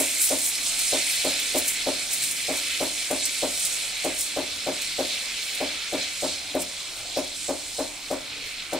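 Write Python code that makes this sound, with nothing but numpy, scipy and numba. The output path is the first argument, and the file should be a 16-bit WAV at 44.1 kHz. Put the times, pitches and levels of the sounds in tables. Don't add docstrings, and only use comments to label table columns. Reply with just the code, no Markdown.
import sys
import numpy as np
from scipy import signal
from scipy.fft import rfft, irfft, next_fast_len
from scipy.io import wavfile
from scipy.ndimage import uniform_filter1d
from numba import njit

SR = 44100
rng = np.random.default_rng(int(sys.argv[2]) if len(sys.argv) > 2 else 0)


def natural_amplitude(level_db):
    exponent = np.asarray(level_db, float) / 20
    return 10 ** exponent


def digitize_waveform(pressure):
    field = np.atleast_2d(pressure).T
    bounded = np.clip(field, -1, 1)
    quanta = np.round(bounded * 32767).astype(np.int16)
    wavfile.write(sys.argv[1], SR, quanta)


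N = 387638
SIZE = next_fast_len(N)

FIRST_STROKE_S, MAINS_HZ = -0.6372, 49.997
ROUND_CYCLES, STROKE_CYCLES = 78, [0, 16, 31, 47]


def level(x, db):
    return x * natural_amplitude(db) / np.sqrt(np.mean(x ** 2))


def read(table, hz):
    points = np.array(table, float)
    return np.interp(np.log(hz), np.log(points[:, 0]), points[:, 1])


@njit
def svf(x, hz, width):
    y, b, l = np.empty(len(x)), 0., 0.
    g, k = np.tan(np.pi * hz / SR), width / hz
    for i in range(len(x)):
        v = (b + g * (x[i] - l)) / (1 + g * (g + k))
        b, l, y[i] = 2 * v - b, l + 2 * g * v, k * v
    return y


def third_octave(x, hz):
    return level(svf(svf(x, hz, hz / 3), hz, hz / 3), 0)


def walk(rate):
    k = int(SR / rate)
    held = np.repeat(rng.standard_normal(N // k + 1), k)
    return 1.27 * uniform_filter1d(uniform_filter1d(held, k), k)[:N]


def ears(direct, hz):
    # frequency in Hz, left-right likeness from 0 to 1.
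    likeness = [(60, 0.6), (300, 0.78), (1400, 0.73), (3000, 0.93), (6000, 0.54), (9000, 1), (15000, 0.6)]
    # frequency in Hz, left minus right in dB.
    balance = [(60, 0.5), (200, 1.5), (700, 1.5), (1290, 0.5), (2380, -0.5), (4400, -0.9), (8120, -4.5),
               (11500, 3), (15000, -1.5)]
    like = np.clip(read(likeness, hz), 0, .99)
    side = third_octave(rng.standard_normal(N), hz)
    both = np.sqrt(1 + like) * direct + np.sqrt(1 - like) * np.array([side, -side])
    return both * natural_amplitude(read(balance, hz) / 2 * np.array([[1], [-1]])) / np.sqrt(2)


def collapses(per_s, spread_db):
    when, size = rng.random(N), rng.exponential(size=N)
    blows = (when < per_s / SR) * natural_amplitude(spread_db * np.minimum(size, 6)) * rng.standard_normal(N)
    return level(blows, 0)


def swells(t, rows):
    return sum(db * np.exp(-.5 * ((t - s) / half) ** 2) for s, db, half in rows)


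def layers_db(t):
    # time in seconds, level in dB, lean to small bubbles in dB.
    boiling = [(0.0, -31, -2), (0.46, -33.5, 6), (1.03, -29, 2), (2.3, -31.5, 4.5), (2.79, -31.5, 2.5),
               (2.91, -32, 3.5), (4.09, -32.5, 2.5), (4.13, -33.5, 0), (4.6, -34, 6), (5.02, -32, 3.5),
               (5.85, -32, 3), (5.92, -32, -3), (6.02, -31.5, 3), (6.14, -35.5, 1.5), (6.31, -34, 7.5),
               (6.41, -36.5, 5), (7.91, -38.5, 6.5), (8.79, -35.5, -1.5)]
    # time in seconds, level in dB.
    tearing = [(0.0, -28.5), (0.34, -29), (0.46, -33), (0.68, -32), (0.88, -27.5), (1.15, -31), (2.01, -35),
               (3.7, -32.5), (3.94, -36), (4.48, -39), (5.21, -38), (5.8, -41.5), (6.14, -38), (6.56, -42),
               (7.22, -41.5), (7.61, -39.5), (8.2, -47), (8.79, -45.5)]
    # time in seconds, swell in dB, half length in seconds, bubble size from 0 big to 1 small.
    gulps = [(0.496, -6, 0.018, 1), (0.588, 4.5, 0.0073, 0), (0.97, 4, 0.032, 0),
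             (1.707, -5.5, 0.035, 0.93), (2.074, -11, 0.015, 0.37), (2.22, 3.2, 0.014, 0),
             (2.336, -7.5, 0.031, 0.93), (2.713, 4.3, 0.035, 0.11), (2.902, -2.0, 0.06, 0),
             (2.945, -3.5, 0.027, 0.76), (3.129, -7, 0.032, 1), (3.265, 0, 0.033, 0.22),
             (3.535, -5, 0.073, 0.19), (4.08, 1, 0.018, 0), (4.23, -6, 0.014, 0.1), (4.572, -6, 0.01, 0.51),
             (5.135, 3.0, 0.027, 1), (5.923, -7, 0.024, 0), (6.018, 3.5, 0.018, 1), (6.03, 2, 0.054, 0),
             (6.132, -1.5, 0.036, 1), (6.227, -3.4, 0.018, 0), (6.308, 2.5, 0.027, 1),
             (6.562, -3.2, 0.016, 1), (7.17, 7.5, 0.025, 1), (7.943, -3, 0.04, 1), (8.432, 2.5, 0.029, 1),
             (8.549, 0.5, 0.022, 0), (8.687, -3, 0.071, 0), (8.694, -7, 0.013, 1)]
    # time in seconds, swell in dB, half length in seconds, dB of spray for each dB of swell.
    gusts = [(0.0, 1.5, 0.015, 6), (0.236, 4, 0.033, 2.5), (0.467, 8, 0.032, 1.4), (0.68, 6.5, 0.029, 0.5),
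             (0.957, 1.5, 0.06, -0.5), (1.12, 1, 0.04, 5.5), (1.586, 1.5, 0.012, 8.5),
             (1.69, 4, 0.031, 2.5), (2.132, 5.5, 0.018, 1), (2.244, 4, 0.079, 1.6),
             (2.574, 3.9, 0.028, 0.5), (2.826, 0.5, 0.035, 6), (3.247, 7.5, 0.02, -1),
             (3.626, 5.1, 0.06, 0.6), (4.05, 3, 0.012, 1), (4.217, 8, 0.044, 1.16), (4.83, 4.4, 0.036, 0.3),
             (5.046, 0.4, 0.06, 6), (5.517, 1, 0.067, 6), (5.936, 2.5, 0.06, 0.5), (6.266, 5, 0.06, 0.5),
             (6.61, 8.9, 0.014, 1.2), (6.976, 2, 0.027, 2.5), (7.183, 4, 0.017, 2.1), (7.44, 7, 0.06, 0.2),
             (7.79, 5.5, 0.067, 0.6), (8.13, 3, 0.075, 2), (8.476, 3, 0.04, 2.2), (8.735, 3, 0.011, 0)]

    s, boil_db, lean_db = np.transpose(boiling)
    boil = np.interp(t, s, boil_db) - 3.5
    lean = np.interp(t, s, lean_db)
    big = boil - lean / 2 + swells(t, [(s, db * (1 - size), half) for s, db, half, size in gulps])
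    small = boil + lean / 2 + swells(t, [(s, db * size, half) for s, db, half, size in gulps])

    jet = np.interp(t, *np.transpose(tearing))
    gust = swells(t, [(s, db, half) for s, db, half, bright in gusts])
    mist = swells(t, [(s, db * bright, half) for s, db, half, bright in gusts])
    spray_rise = 1.28 * (jet + 35) + mist
    spray = -45 + spray_rise
    finest = -52.5 + spray_rise + 0.9 * mist
    return np.array([big, small, jet - 1.5 + gust, spray, finest])


def steam():
    tops_hz = [2400, 4300, 8200, 12500, 15500]
    # frequency in Hz, density in dB per Hz.
    hiss = [(700, -43), (1200, -17.5), (1600, -7.5), (1930, -4.5), (2080, 2.5), (2600, 1), (2900, -1),
            (3500, 0.5), (4350, 1.5), (4600, -3), (6000, -3.5), (7600, -2), (9000, -5), (12000, -19.5),
            (13500, -23), (16000, -27)]
    s = np.arange(0, N / SR + .01, .004)
    layers = layers_db(s)
    place = np.arange(len(layers))
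    tops_db = read(hiss, np.array(tops_hz)) + 10 * np.log10(tops_hz)
    surge, out = [walk(14) for _ in place], 0
    for hz in 1000 * 2 ** np.arange(0, 4.01, .25):
        where = np.interp(np.log(hz), np.log(tops_hz), place)
        mix = np.clip(1 - abs(where - place), 0, 1)
        curve_db = np.interp(np.arange(N) / SR, s, mix @ layers)
        flicker_db = 0.76 * (mix @ surge) + 1.16 * walk(40)
        drive = collapses(per_s=900, spread_db=1.5) + 0.88 * rng.standard_normal(N)
        family = third_octave(drive, hz)
        family_db = curve_db + 10 * np.log10(hz) - mix @ tops_db + flicker_db - 2.5
        out = out + ears(family, hz) * natural_amplitude(family_db)
    colour = natural_amplitude(read(hiss, np.fft.rfftfreq(SIZE, 1 / SR) + 1))
    return irfft(rfft(out, SIZE) * colour, SIZE)[:, :N]


def jug(x):
    # frequency in Hz, width in Hz, level in dB; the last row is the thin tone near 14.4 kHz.
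    wall = [(2330, 30, -2), (2455, 30, -1), (2594, 30, 0), (3048, 25, 0), (3293, 20, -1), (3444, 20, 0),
            (3620, 20, -2), (3977, 20, 0), (4110, 25, -2), (4335, 25, -1), (5116, 25, 0), (5500, 25, -1),
            (7560, 40, -2), (7908, 25, -1), (8396, 25, -1), (14413, 20, 4)]
    ringing = [side + sum(natural_amplitude(db - 2.0) * svf(side, hz, width) for hz, width, db in wall) for side in x]
    return np.array(ringing) * natural_amplitude(-1.16)


def spits():
    # start in seconds, peak level in dB.
    bursts = [(0.001, -19), (0.0558, -22), (0.197, -22), (0.213, -12), (0.288, -17), (0.3606, -30),
              (0.384, -18), (0.5511, -26), (0.7891, -17), (1.2456, -22), (1.3947, -22), (1.556, -21),
              (1.5806, -17.5), (1.679, -13.5), (2.1081, -27), (2.1306, -15.5), (2.2358, -18), (2.3105, -18),
              (2.5691, -22), (3.1103, -19.5), (3.2526, -15.5), (3.65, -15), (4.0442, -23), (4.186, -21),
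              (4.207, -18), (4.816, -23), (5.5473, -24), (6.616, -21.5), (8.111, -29), (8.7311, -27.5)]
    t, out = np.arange(int(.12 * SR)) / SR, np.zeros((2, N + SR))
    fade = np.exp(-t / 0.0068) + 0.067 * np.exp(-t / 0.025)
    shape = (1 - np.exp(-t / 0.0024)) * fade
    edge = signal.butter(N=3, Wn=6760, btype="high", fs=SR, output="sos")
    for s, db in bursts:
        crackle = rng.standard_normal(len(t)) * natural_amplitude(1.8 * rng.exponential(size=len(t)))
        burst = level(crackle, 0) + 0.74 * rng.standard_normal((2, len(t)))
        dull = np.array([svf(side, 7400.0, 6500.0) for side in burst * shape])
        start = int(s * SR)
        out[:, start:start + len(t)] += signal.sosfilt(edge, dull) * natural_amplitude(db + 4.5)
    return out[:, :N]


def nearby(x):
    t = np.arange(int(.03 * SR)) / SR
    echoes = rng.standard_normal((2, len(t))) * (rng.random((2, len(t))) < .02) * np.exp(-t / .012)
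    echoes /= np.sqrt((echoes ** 2).sum(axis=1, keepdims=True))
    return x + natural_amplitude(-8) * np.array([signal.fftconvolve(side, echo)[:N] for side, echo in zip(x, echoes)])


def strokes():
    strengths = [-0.63, -0.4, -0.36, 0.03]
    rows = []
    for k in range(int(N / SR * MAINS_HZ / ROUND_CYCLES) + 2):
        for cycle, db in zip(STROKE_CYCLES, strengths):
            rows.append((FIRST_STROKE_S + (k * ROUND_CYCLES + cycle) / MAINS_HZ, db))
    return rows


def piston_blows():
    # seconds after the stroke starts, level in dB, direction, contact time in ms.
    run = [
        (-0.00011, -16.0, -1, 0.03),
        (0.00387, -16.7, -1, 0.03),
        (0.00747, -0.0, 1, 0.3),
        (0.01453, -12.1, -1, 0.03),
        (0.01891, -12.5, 1, 0.31),
        (0.02089, -14.1, -1, 0.03),
        (0.02943, -5.8, 1, 0.39),
    ]
    blows, around = np.zeros(N + 4 * SR), np.arange(-64, 65)
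    rows = strokes()
    for (s, db), scatter in zip(rows, rng.standard_normal((len(rows), len(run)))):
        for (lag, blow_db, way, contact_ms), chance in zip(run, scatter):
            push = np.exp(-.5 * (around / (contact_ms * SR / 1000)) ** 2)
            strength = natural_amplitude(db + blow_db + 1.0 * chance)
            blows[int((1 + s + lag) * SR) + around] += way * strength * push / push.sum()
    return blows


def casing(t):
    # frequency in Hz, 60 dB decay in seconds, level in dB, panel moving out 1 or in -1.
    panels = [(74, 0.6, -19.4, -1), (179, 0.23, -22.7, -1), (211, 0.6, -26.1, -1), (258, 0.12, 6.9, 1),
              (284, 0.06, 10.9, -1), (298, 0.6, -2.4, 1), (330, 0.28, -15.6, -1), (361, 0.38, -15.5, -1),
              (398, 0.06, -4.3, -1), (453, 0.13, 2.7, -1), (473, 0.6, -21.7, -1), (527, 0.13, 12.0, -1),
              (548, 0.47, -8.4, -1), (581, 0.44, 2.0, 1), (606, 0.25, 10.1, 1), (629, 0.24, -1.5, -1),
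              (664, 0.19, -0.0, 1), (689, 0.33, -14.4, 1), (710, 0.24, 2.3, 1), (728, 0.28, -2.8, 1),
              (778, 0.08, 0.6, 1), (829, 0.24, -1.8, -1), (896, 0.35, -5.0, -1), (946, 0.6, -23.3, -1),
              (1023, 0.2, -7.2, -1), (1102, 0.13, -14.2, -1), (1252, 0.11, -10.3, -1),
              (1366, 0.32, -16.5, -1), (1478, 0.09, -8.5, -1)]
    ring = 0
    for hz, t60, db, way in panels:
        decay = np.exp(-np.log(1000) * t / (1.04 * t60))
        ring = ring + way * natural_amplitude(db - 30.0) * decay * np.sin(2 * np.pi * hz * t)
    ring -= np.exp(-t / .012) * uniform_filter1d(ring, size=400)
    kitchen_t60_s = 0.34
    echo = rng.standard_normal((2, len(t))) * np.exp(-np.log(1000) * t / kitchen_t60_s) * np.clip(t / .05, 0, 1)
    echo /= np.sqrt((echo ** 2).sum(axis=1, keepdims=True))
    wet = signal.fftconvolve(echo, ring[None])[:, :len(t)]
    return ring * natural_amplitude(np.array([[1.6], [-1.6]])) + natural_amplitude(-11.5) * wet


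def rattle(blows, t):
    # frequency in Hz, width in Hz, level in dB.
    loose_parts = [(808, 340, -4), (1190, 1000, -17.5), (522, 156, 2), (367, 158, 2.5), (185.6, 10, -4)]
    shake = rng.standard_normal(len(blows)) * signal.fftconvolve(abs(blows), np.exp(-t / 0.027))[:len(blows)]
    return sum(natural_amplitude(db - 17.5) * svf(svf(shake, hz, 2 * width), hz, width) for hz, width, db in loose_parts)


def valve_tick(blows, t):
    fade = natural_amplitude(-30.5) * np.exp(-t / 0.0035)
    return np.gradient(rng.standard_normal(len(blows))) * signal.fftconvolve(abs(blows), fade)[:len(blows)]


def rested_housing(knocks):
    cycles = ((np.arange(knocks.shape[1]) / SR - 1 - FIRST_STROKE_S) * MAINS_HZ + 1) % ROUND_CYCLES
    slack = cycles < STROKE_CYCLES[1]
    return natural_amplitude(-8.5) * np.array([svf(side * slack, 746., 48.) for side in knocks])


def pump():
    t = np.arange(SR // 2) / SR
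    heard = casing(t)
    blows = piston_blows()
    knocks = signal.fftconvolve(blows[None], heard)[:, :len(blows)]
    machine = knocks + rested_housing(knocks) + rattle(blows, t) + valve_tick(blows, t)
    return machine[:, SR:SR + N]


def rumble():
    # frequency in Hz, density in dB per Hz.
    tone = [(20, 1), (40, -10), (72, -9.5), (110, -11.5), (175, -11), (215, -13), (270, -5), (320, -13),
            (450, -11), (650, -8), (1000, -15.5), (1500, -8)]
    churn_fade_db_per_s = -0.26
    out = 0
    for hz in 22 * 2 ** np.arange(0, 6.2, 1 / 3):
        band = third_octave(rng.standard_normal(N), hz)
        calm_db = (hz > 130) * churn_fade_db_per_s * (np.arange(N) - N / 2) / SR
        out = out + ears(band, hz) * natural_amplitude(read(tone, hz) + 10 * np.log10(hz) + 3.3 * walk(7.2) + calm_db)
    return level(out, -47.5)


def scene():
    both = rfft(nearby(jug(steam()) + spits()) + pump() + rumble(), SIZE)
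    left_delay_s = 1.45e-5
    both[0] *= np.exp(-2j * np.pi * np.fft.rfftfreq(SIZE, 1 / SR) * left_delay_s)
    return irfft(both, SIZE)[:, :N]


def band_limit(x):
    return signal.sosfilt(signal.butter(12, 16000, fs=SR, output="sos"), x)


def record(dry):
    noisy = dry + natural_amplitude(-52) * rng.standard_normal(dry.shape)
    top_cut = signal.ellip(12, .2, 55, 15740, fs=SR, output="sos")
    return band_limit(signal.sosfilt(top_cut, noisy))


dry = scene()
out = record(dry)
digitize_waveform(out)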